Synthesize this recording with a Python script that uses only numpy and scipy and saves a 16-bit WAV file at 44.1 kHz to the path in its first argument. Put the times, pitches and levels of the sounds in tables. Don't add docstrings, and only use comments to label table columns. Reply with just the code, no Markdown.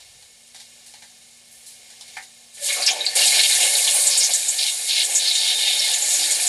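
import sys
import numpy as np
from scipy import signal
from scipy.fft import rfft, irfft, next_fast_len
from scipy.io import wavfile

SR = 44100
rng = np.random.default_rng(int(sys.argv[2]) if len(sys.argv) > 2 else 0)


def master(y):
    cut = np.clip(np.atleast_2d(y).T, -1, 1)
    pcm = np.round(cut * 32767)
    wavfile.write(sys.argv[1], SR, pcm.astype(np.int16))


N = 286120
TIME = np.arange(N) / SR
FREQS = np.fft.rfftfreq(N, 1 / SR)

# time_s, level_db
JET_SPITTING = [(2.52, -59), (2.55, -45.5), (2.594, -44.5), (2.648, -27.5), (2.858, -35), (2.862, -29),
                (2.96, -41.5), (3.15, -39.5)]
# time_s, level_db
JET_RUSHING = [(3.3, -23.5), (3.34, -24.5), (3.87, -24.5), (4.0, -26), (4.58, -30.5), (4.79, -31),
               (5.83, -30), (6.17, -26), (6.48, -28)]
# frequency_hz, level_db
SPRAY_SPECTRUM = [(100, -75), (1200, -27), (2600, -12.5), (3800, -1.5), (5600, -3), (7000, 1), (10300, 2),
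                  (11300, 0.5), (12000, -17), (13000, -12.5), (15000, -27)]
def jet_spray(catch_s=3.154):
    patter = drops(per_s=5000, spread_db=0)
    fizz = amp(-6) * bubbles(2953, 11750, per_s=2200, cycles=11.3, spread_db=-0.5)
    flow_db = np.where(TIME < catch_s, follow(JET_SPITTING), follow(JET_RUSHING))
    spray = colour(patter + fizz, SPRAY_SPECTRUM)
    return amp(flow_db + 9) * spray * surges(per_s=51, fall_s=0.011, depth=0.51)


# time_s, level_db
CHURN_FILLING = [(2.52, -91), (2.578, -53.5), (2.724, -39), (3.15, -40)]
# time_s, level_db
CHURN_SWIRLING = [(3.16, -31.5), (3.37, -38), (3.95, -36.5), (4.42, -42), (4.86, -44.5), (5.17, -41),
                  (6.28, -37.5), (6.48, -37.5)]
# start_s, length_s, splash_db, gurgle_db
WAVES = [(2.687, 0.042, -21, -53), (2.756, 0.1, -33, -35.5), (2.892, 0.15, -37, -34),
         (3.161, 0.074, -23.5, -34.5), (3.202, 0.053, -17, -41), (3.313, 0.12, -17.5, -37),
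         (3.487, 0.1, -19.5, -46), (3.571, 0.13, -23, -36), (3.714, 0.11, -39, -41),
         (3.853, .05, -29, -33.5), (3.93, 0.086, -30, -34), (4.281, 0.055, -36, -35.5),
         (5.058, 0.11, -38, -39.5)]
def churn(steady_db, wave_column):
    power = amp(follow(CHURN_FILLING + CHURN_SWIRLING) + steady_db) ** 2
    for wave in WAVES:
        start, length = wave[:2]
        power += (amp(wave[wave_column]) * swell(TIME - start, length, rise_s=0.016, fall_s=0.028)) ** 2
    return np.sqrt(power)


# frequency_hz, level_db
SPLASH_SPECTRUM = [(100, -61), (700, -19), (1300, -16), (1700, -6.5), (2300, 0), (3200, -3), (4500, 0),
                   (7000, -7.5), (12000, -35)]
def splash():
    slaps = drops(per_s=2500, spread_db=2)
    froth = amp(-6) * bubbles(1192, 5870, per_s=900, cycles=11.4, spread_db=3.5)
    return churn(steady_db=12.5, wave_column=2) * colour(slaps + froth, SPLASH_SPECTRUM)


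# frequency_hz, level_db
GURGLE_SPECTRUM = [(60, -52), (150, -21), (230, -15), (350, -9), (520, 0.5), (720, 3), (900, 1),
                   (1200, -15.5), (1800, -14), (4000, -55)]
def gurgle():
    glugs = bubbles(225.7, 1410, per_s=800, cycles=8.2, spread_db=0)
    wash = amp(1.5) * rng.standard_normal(N)
    return churn(steady_db=-2, wave_column=3) * colour(glugs + wash, GURGLE_SPECTRUM)


# start_s, length_s, pitch_hz, level_db
AIR_POCKETS = [(3.18, 0.16, 4430, -18.5), (3.336, .09, 3800, -16.5), (3.42, 0.063, 3500, -13),
               (3.581, .12, 2960, -20), (3.929, 0.15, 8970, -16.5), (4.097, 0.096, 4870, -17),
               (4.191, .095, 5100, -15.5), (4.297, .06, 4150, -20.5), (4.577, 0.089, 4220, -17),
               (4.645, 0.078, 3730, -19.5), (4.875, .18, 3840, -16), (5.016, 0.069, 7750, -20),
               (5.096, .11, 8000, -21), (5.182, 0.21, 4060, -20), (5.326, 0.06, 6800, -19.5),
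               (5.363, 0.12, 4200, -18), (5.461, 0.1, 3700, -17), (5.574, 0.21, 3650, -18),
               (5.772, 0.2, 3930, -20), (6.057, 0.14, 7100, -19.5), (6.185, 0.096, 4600, -19.5)]
def squelches(sag_octaves=0.18):
    out = np.zeros(N)
    for start, length, hz, db in AIR_POCKETS:
        t = np.arange(0, length, 1 / SR)
        pitch = hz * 2 ** (sag_octaves * (.5 - t / length))
        ring = resonate(drops(per_s=2500, spread_db=-1)[:len(t)], pitch, width_hz=2400)
        sputter = unit(ring * surges(per_s=59, fall_s=0.018, depth=0.76)[:len(t)])
        add(out, start, amp(db) * sputter * swell(t, length, rise_s=0.014, fall_s=0.03))
    return signal.sosfilt(signal.butter(4, 2100, "high", fs=SR, output="sos"), out)


# start_s, length_s, pitch_hz, width_hz, level_db
AIR_BURSTS = [(2.686, 0.029, 3560, 1500, -22.5), (2.701, 0.039, 2220, 596, -25.5),
              (2.763, 0.07, 1300, 400, -35.5), (2.821, 0.025, 4400, 1500, -18.5),
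              (2.858, .021, 7860, 1200, -23), (2.863, 0.022, 5180, 1110, -9.5),
              (2.876, 0.019, 2580, 650, -16.5), (2.882, 0.026, 3260, 900, -17.5),
              (2.904, 0.017, 6400, 1400, -20), (3.003, 0.018, 3830, 300, -18.5),
              (3.044, 0.015, 2360, 350, -26.5), (3.052, .01, 7700, 1100, -24),
              (3.064, 0.0032, 4480, 550, -9), (3.071, 0.028, 4380, 350, -21),
              (3.16, 0.005, 8900, 1600, -13), (3.213, 0.032, 3000, 700, -18.5),
              (3.256, 0.02, 8050, 1800, -16), (3.272, 0.026, 4530, 1200, -17.5),
              (3.393, 0.019, 4150, 1000, -13.5), (3.519, 0.015, 3820, 700, -18.5),
              (3.63, 0.023, 8200, 3000, -16.5), (3.75, 0.0078, 4240, 1000, -14.5),
              (3.784, 0.014, 2760, 1000, -23.5), (3.842, 0.011, 4500, 1300, -18.5),
              (3.874, .018, 3530, 1170, -14.5), (4.069, 0.014, 7700, 2030, -9),
              (4.174, 0.021, 8400, 3000, -11.5), (4.232, 0.039, 6650, 2220, -14.5),
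              (4.335, 0.026, 7350, 2600, -12.5), (4.482, 0.021, 7550, 2200, -14),
              (5.149, 0.032, 7300, 2580, -12.5), (5.274, 0.021, 4460, 1400, -13.5),
              (5.31, .008, 3870, 600, -15), (5.795, 0.007, 5330, 550, -13.5),
              (5.936, 0.014, 6800, 1600, -16.5), (6.022, .009, 7160, 900, -15.5),
              (6.307, 0.031, 7950, 3050, -16.5), (6.468, .02, 7350, 1780, -14)]
def spurts(rise_s=0.00051, drain_s=0.011):
    out, t = np.zeros(N), np.arange(SR // 8) / SR
    for start, length, hz, width_hz, db in AIR_BURSTS:
        ring = resonate(rng.standard_normal(len(t)), hz, width_hz)
        decay = np.exp(-.5 * t / length - np.maximum(t - length, 0) / drain_s)
        burst = ring * (1 - np.exp(-t / rise_s)) * decay
        add(out, start, amp(db) * burst / np.std(burst[t < length]))
    return signal.sosfilt(signal.butter(2, [900, 11000], "band", fs=SR, output="sos"), out)


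# start_s, end_s, pitch_hz, width_hz, level_db
CAVITY_NOTES = [(2.582, 2.863, 572, 17, -43.5), (2.57, 2.7, 1750, 71, -54), (3.6, 4.28, 577, 13, -48.5),
                (3.8, 4.25, 1095, 100, -51.5), (4.953, 5.345, 330, 21, -62.5),
                (5.783, 6.454, 322, 13, -57.5), (5.225, 5.97, 3680, 92, -28), (5.92, 6.3, 6990, 350, -33)]
def cavities():
    out = np.zeros(N)
    flutter = surges(per_s=42, fall_s=0.0092, depth=0.88)
    for start, end, hz, width_hz, db in CAVITY_NOTES:
        count = round((end - start) * SR)
        note = resonate(rng.standard_normal(count + SR), hz, width_hz)[-count:]
        add(out, start, amp(db) * unit(note) * signal.windows.tukey(count, .15))
    return signal.sosfilt(signal.butter(2, 150, "high", fs=SR, output="sos"), out * flutter)


# start_s, scrape_db, scrape_t60_s, tilt_db_per_octave, ring_db
LEVER_KNOCKS = [(.002, -40.5, 0.2, -1, -58), (0.225, -39, 0.087, -1, -57), (0.545, -35, 0.29, 0, -46),
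                (0.599, -35.5, 0.22, 1.5, -47), (.86, -39, 0.38, 7, -55), (0.937, -37.5, 0.18, -2, -44.5),
                (1.021, -37.5, 0.16, -2, -43), (1.51, -42.5, 1, 16, -75), (1.659, -34.5, 0.47, 9, -68),
                (1.901, -40, 0.24, 2, -48), (2.009, -31, 0.12, -0.5, -61), (2.078, -37.5, 0.12, 3, -63),
                (2.168, -33, 0.14, 0.5, -25), (2.226, -34, 0.12, 3.5, -60)]
# pitch_hz, level_db, t60_s
LEVER_RING = [(768, -9.5, 0.2), (842, -6, 0.12), (927, -15, 0.19), (1604, -6.5, 0.11), (1790, -9, 0.11),
              (1916, -11, 0.1), (2008, -7.5, 0.2), (2250, -8, 0.15), (2350, 1.5, 0.047), (3080, -18, 0.11)]
# frequency_hz, level_db
SCRAPE_SPECTRUM = [(400, -22), (750, -3.5), (1300, -15.5), (2200, -18), (3000, -3.5), (4100, 3),
                   (6000, -3.5), (8500, -3), (11000, -8), (13000, -30), (15000, -32)]
def lever():
    out, t = np.zeros(N), np.arange(SR // 2) / SR
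    for start, scrape_db, t60, tilt_db, ring_db in LEVER_KNOCKS:
        spectrum = [(hz, db + tilt_db * np.log2(hz)) for hz, db in SCRAPE_SPECTRUM]
        grit = colour(drops(per_s=6800, spread_db=1)[:len(t)], spectrum)
        onset = 1 - np.exp(-t / (0.0043 * t60))
        scrape = grit * onset * amp(scrape_db - 60 * t / t60)
        ring = sum(amp(db - 60 * t / ring_t60) * np.sin(2 * np.pi * (hz * t + rng.random()))
                   for hz, db, ring_t60 in LEVER_RING)
        chatter = resonate(rng.standard_normal(len(t)), 1920, width_hz=710) * amp(-4.5 - 60 * t / 0.18)
        knock = amp(ring_db) * (ring + chatter) * (1 - np.exp(-t / 0.00074))
        add(out, start, scrape + knock)
    return out


# frequency_hz, half_width_hz, gain_db
BOWL_RESONANCES = [(215, 15, -6.3), (323, 15, 2.4), (366, 15, -3.0), (560, 25, 4.9), (732, 15, 3.0),
                   (818, 65, 3.0), (947, 15, -3.4), (991, 25, -7.1), (1098, 25, 6.2), (1270, 65, -5.7),
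                   (1486, 15, -3.2), (1744, 65, 4.5), (1960, 65, -4.6), (2185, 45, 4.5), (2606, 40, -5.6),
                   (3488, 40, -3.2), (3682, 60, 3.0), (4005, 65, 3.1), (4242, 40, -3.3), (4479, 65, 2.9),
                   (4931, 65, -4.3), (6072, 100, -4.2), (6977, 100, 5.2), (7278, 65, -2.7),
                   (8355, 100, 3.7), (10960, 65, -7.0), (11499, 65, -4.1)]
def bowl(x):
    db = sum(gain * np.exp(-.5 * ((FREQS - hz) / width) ** 2) for hz, width, gain in BOWL_RESONANCES)
    log_gain = np.log(amp(np.r_[db, db[-2:0:-1]]))
    response = np.fft.ifft(np.exp(np.conj(signal.hilbert(log_gain)))).real
    return signal.oaconvolve(x, response[:SR // 10])[:N]


def bathroom(x, t60_s, wet_db):
    t = np.arange(SR // 2) / SR
    echoes = rng.choice([-1, 1], len(t)) * (rng.random(len(t)) < 3000 / SR) * (t > .003)
    tail = echoes * amp(-60 * t / t60_s)
    return x + amp(wet_db) * signal.oaconvolve(x, tail / np.linalg.norm(tail))[:N]


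# time_s, level_db
SUPPLY_LEVEL = [(0, -45), (.4, -49), (.8, -45.5), (1.2, -47), (1.45, -48), (1.55, -47), (1.8, -44),
                (2.02, -43.5), (2.16, -39), (2.28, -46), (2.5, -46.5)]
# frequency_hz, level_db
SUPPLY_SPECTRUM = [(200, -15), (450, -1.5), (720, -0.5), (1200, -12), (2100, 4), (3800, 6), (5500, 6.5),
                   (8000, 2.5), (11200, -1), (12000, -12), (15000, -14)]
def supply_hiss():
    return amp(follow(SUPPLY_LEVEL)) * colour(rng.standard_normal(N), SUPPLY_SPECTRUM)


# pitch_hz, level_db
HUM_PARTIALS = [(118.4, -77), (236.9, -70.5)]
# frequency_hz, level_db
RUMBLE_SPECTRUM = [(10, -42), (25, -20), (40, -9), (62, -4.5), (100, -7), (180, -5), (300, -15),
                   (600, -9.5), (1500, -15), (5000, -55)]
def room_tone(hum_rise_s=0.62):
    hum = sum(amp(db) * np.sqrt(2) * np.sin(2 * np.pi * hz * TIME + 0.48 * wander(rate_hz=5.2))
              for hz, db in HUM_PARTIALS)
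    hum *= np.minimum(TIME / hum_rise_s, 1)
    boom = resonate(rng.standard_normal(N), 85, width_hz=69)
    bump = amp(-64.5) * boom * np.exp(-((TIME - .14) / 0.12) ** 2)
    return hum + bump + amp(-68) * colour(rng.standard_normal(N), RUMBLE_SPECTRUM)


def drops(per_s, spread_db):
    sizes = amp(spread_db * np.minimum(rng.exponential(1, N), 4))
    return unit(sizes * rng.choice([-1, 1], N) * (rng.random(N) < per_s / SR))


def bubbles(low_hz, high_hz, per_s, cycles, spread_db, count=24):
    out = np.zeros(N)
    for hz in np.geomspace(low_hz, high_hz, count):
        turns = np.arange(int(4 * cycles * SR / hz)) * hz / SR
        ring = np.exp(-turns / cycles) * np.sin(2 * np.pi * turns * (1 + 0.019 * turns / cycles))
        out += np.sqrt(hz) * unit(signal.oaconvolve(drops(per_s / count, spread_db), ring)[:N])
    return unit(out)


def surges(per_s, fall_s, depth):
    slugs = rng.exponential(1, N) * (rng.random(N) < per_s / SR)
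    power = signal.lfilter([1], [1, -np.exp(-1 / (fall_s * SR))], slugs)
    return unit(np.sqrt(1 + depth * power))


def resonate(x, hz, width_hz):
    turn = np.exp(2j * np.pi * np.cumsum(hz * np.ones(len(x))) / SR)
    r = np.exp(-np.pi * width_hz / SR)
    return unit((turn * signal.lfilter([(1 - r) ** 2], [1, -2 * r, r * r], x / turn)).real)


def colour(x, spectrum):
    hz, db = np.transpose(spectrum)
    size = next_fast_len(len(x))
    gain = amp(np.interp(np.log(np.fft.rfftfreq(size, 1 / SR) + 1), np.log(hz), db))
    return unit(irfft(rfft(x, size) * gain, size)[:len(x)])


def wander(rate_hz):
    return unit(irfft(rfft(rng.standard_normal(N)) * np.exp(-(FREQS / rate_hz) ** 2), N))


def swell(t, length, rise_s, fall_s):
    return np.clip(np.minimum(t / rise_s, (length - t) / fall_s), 0, 1)


def follow(curve):
    return np.interp(TIME, *np.transpose(curve))


def add(mix, start_s, sound):
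    part = mix[round(start_s * SR):][:len(sound)]
    part += sound[:len(part)]


def amp(db):
    return 10 ** (np.asarray(db) / 20)


def unit(x):
    return x / np.sqrt(np.mean(x ** 2) + 1e-20)


def scene():
    hiss, room = supply_hiss(), room_tone()
    water = bowl(jet_spray() + splash() + gurgle() + squelches() + spurts() + hiss)
    mono = amp(-5) * bathroom(water + lever(), t60_s=0.1, wet_db=-7.5) + cavities() + room
    return np.array([mono, mono])


def record(dry):
    lowpass = signal.firwin(511, 15350, window=("kaiser", 9), fs=SR)
    return signal.oaconvolve(dry, lowpass[None], "same")


dry = scene()
out = record(dry)
master(out)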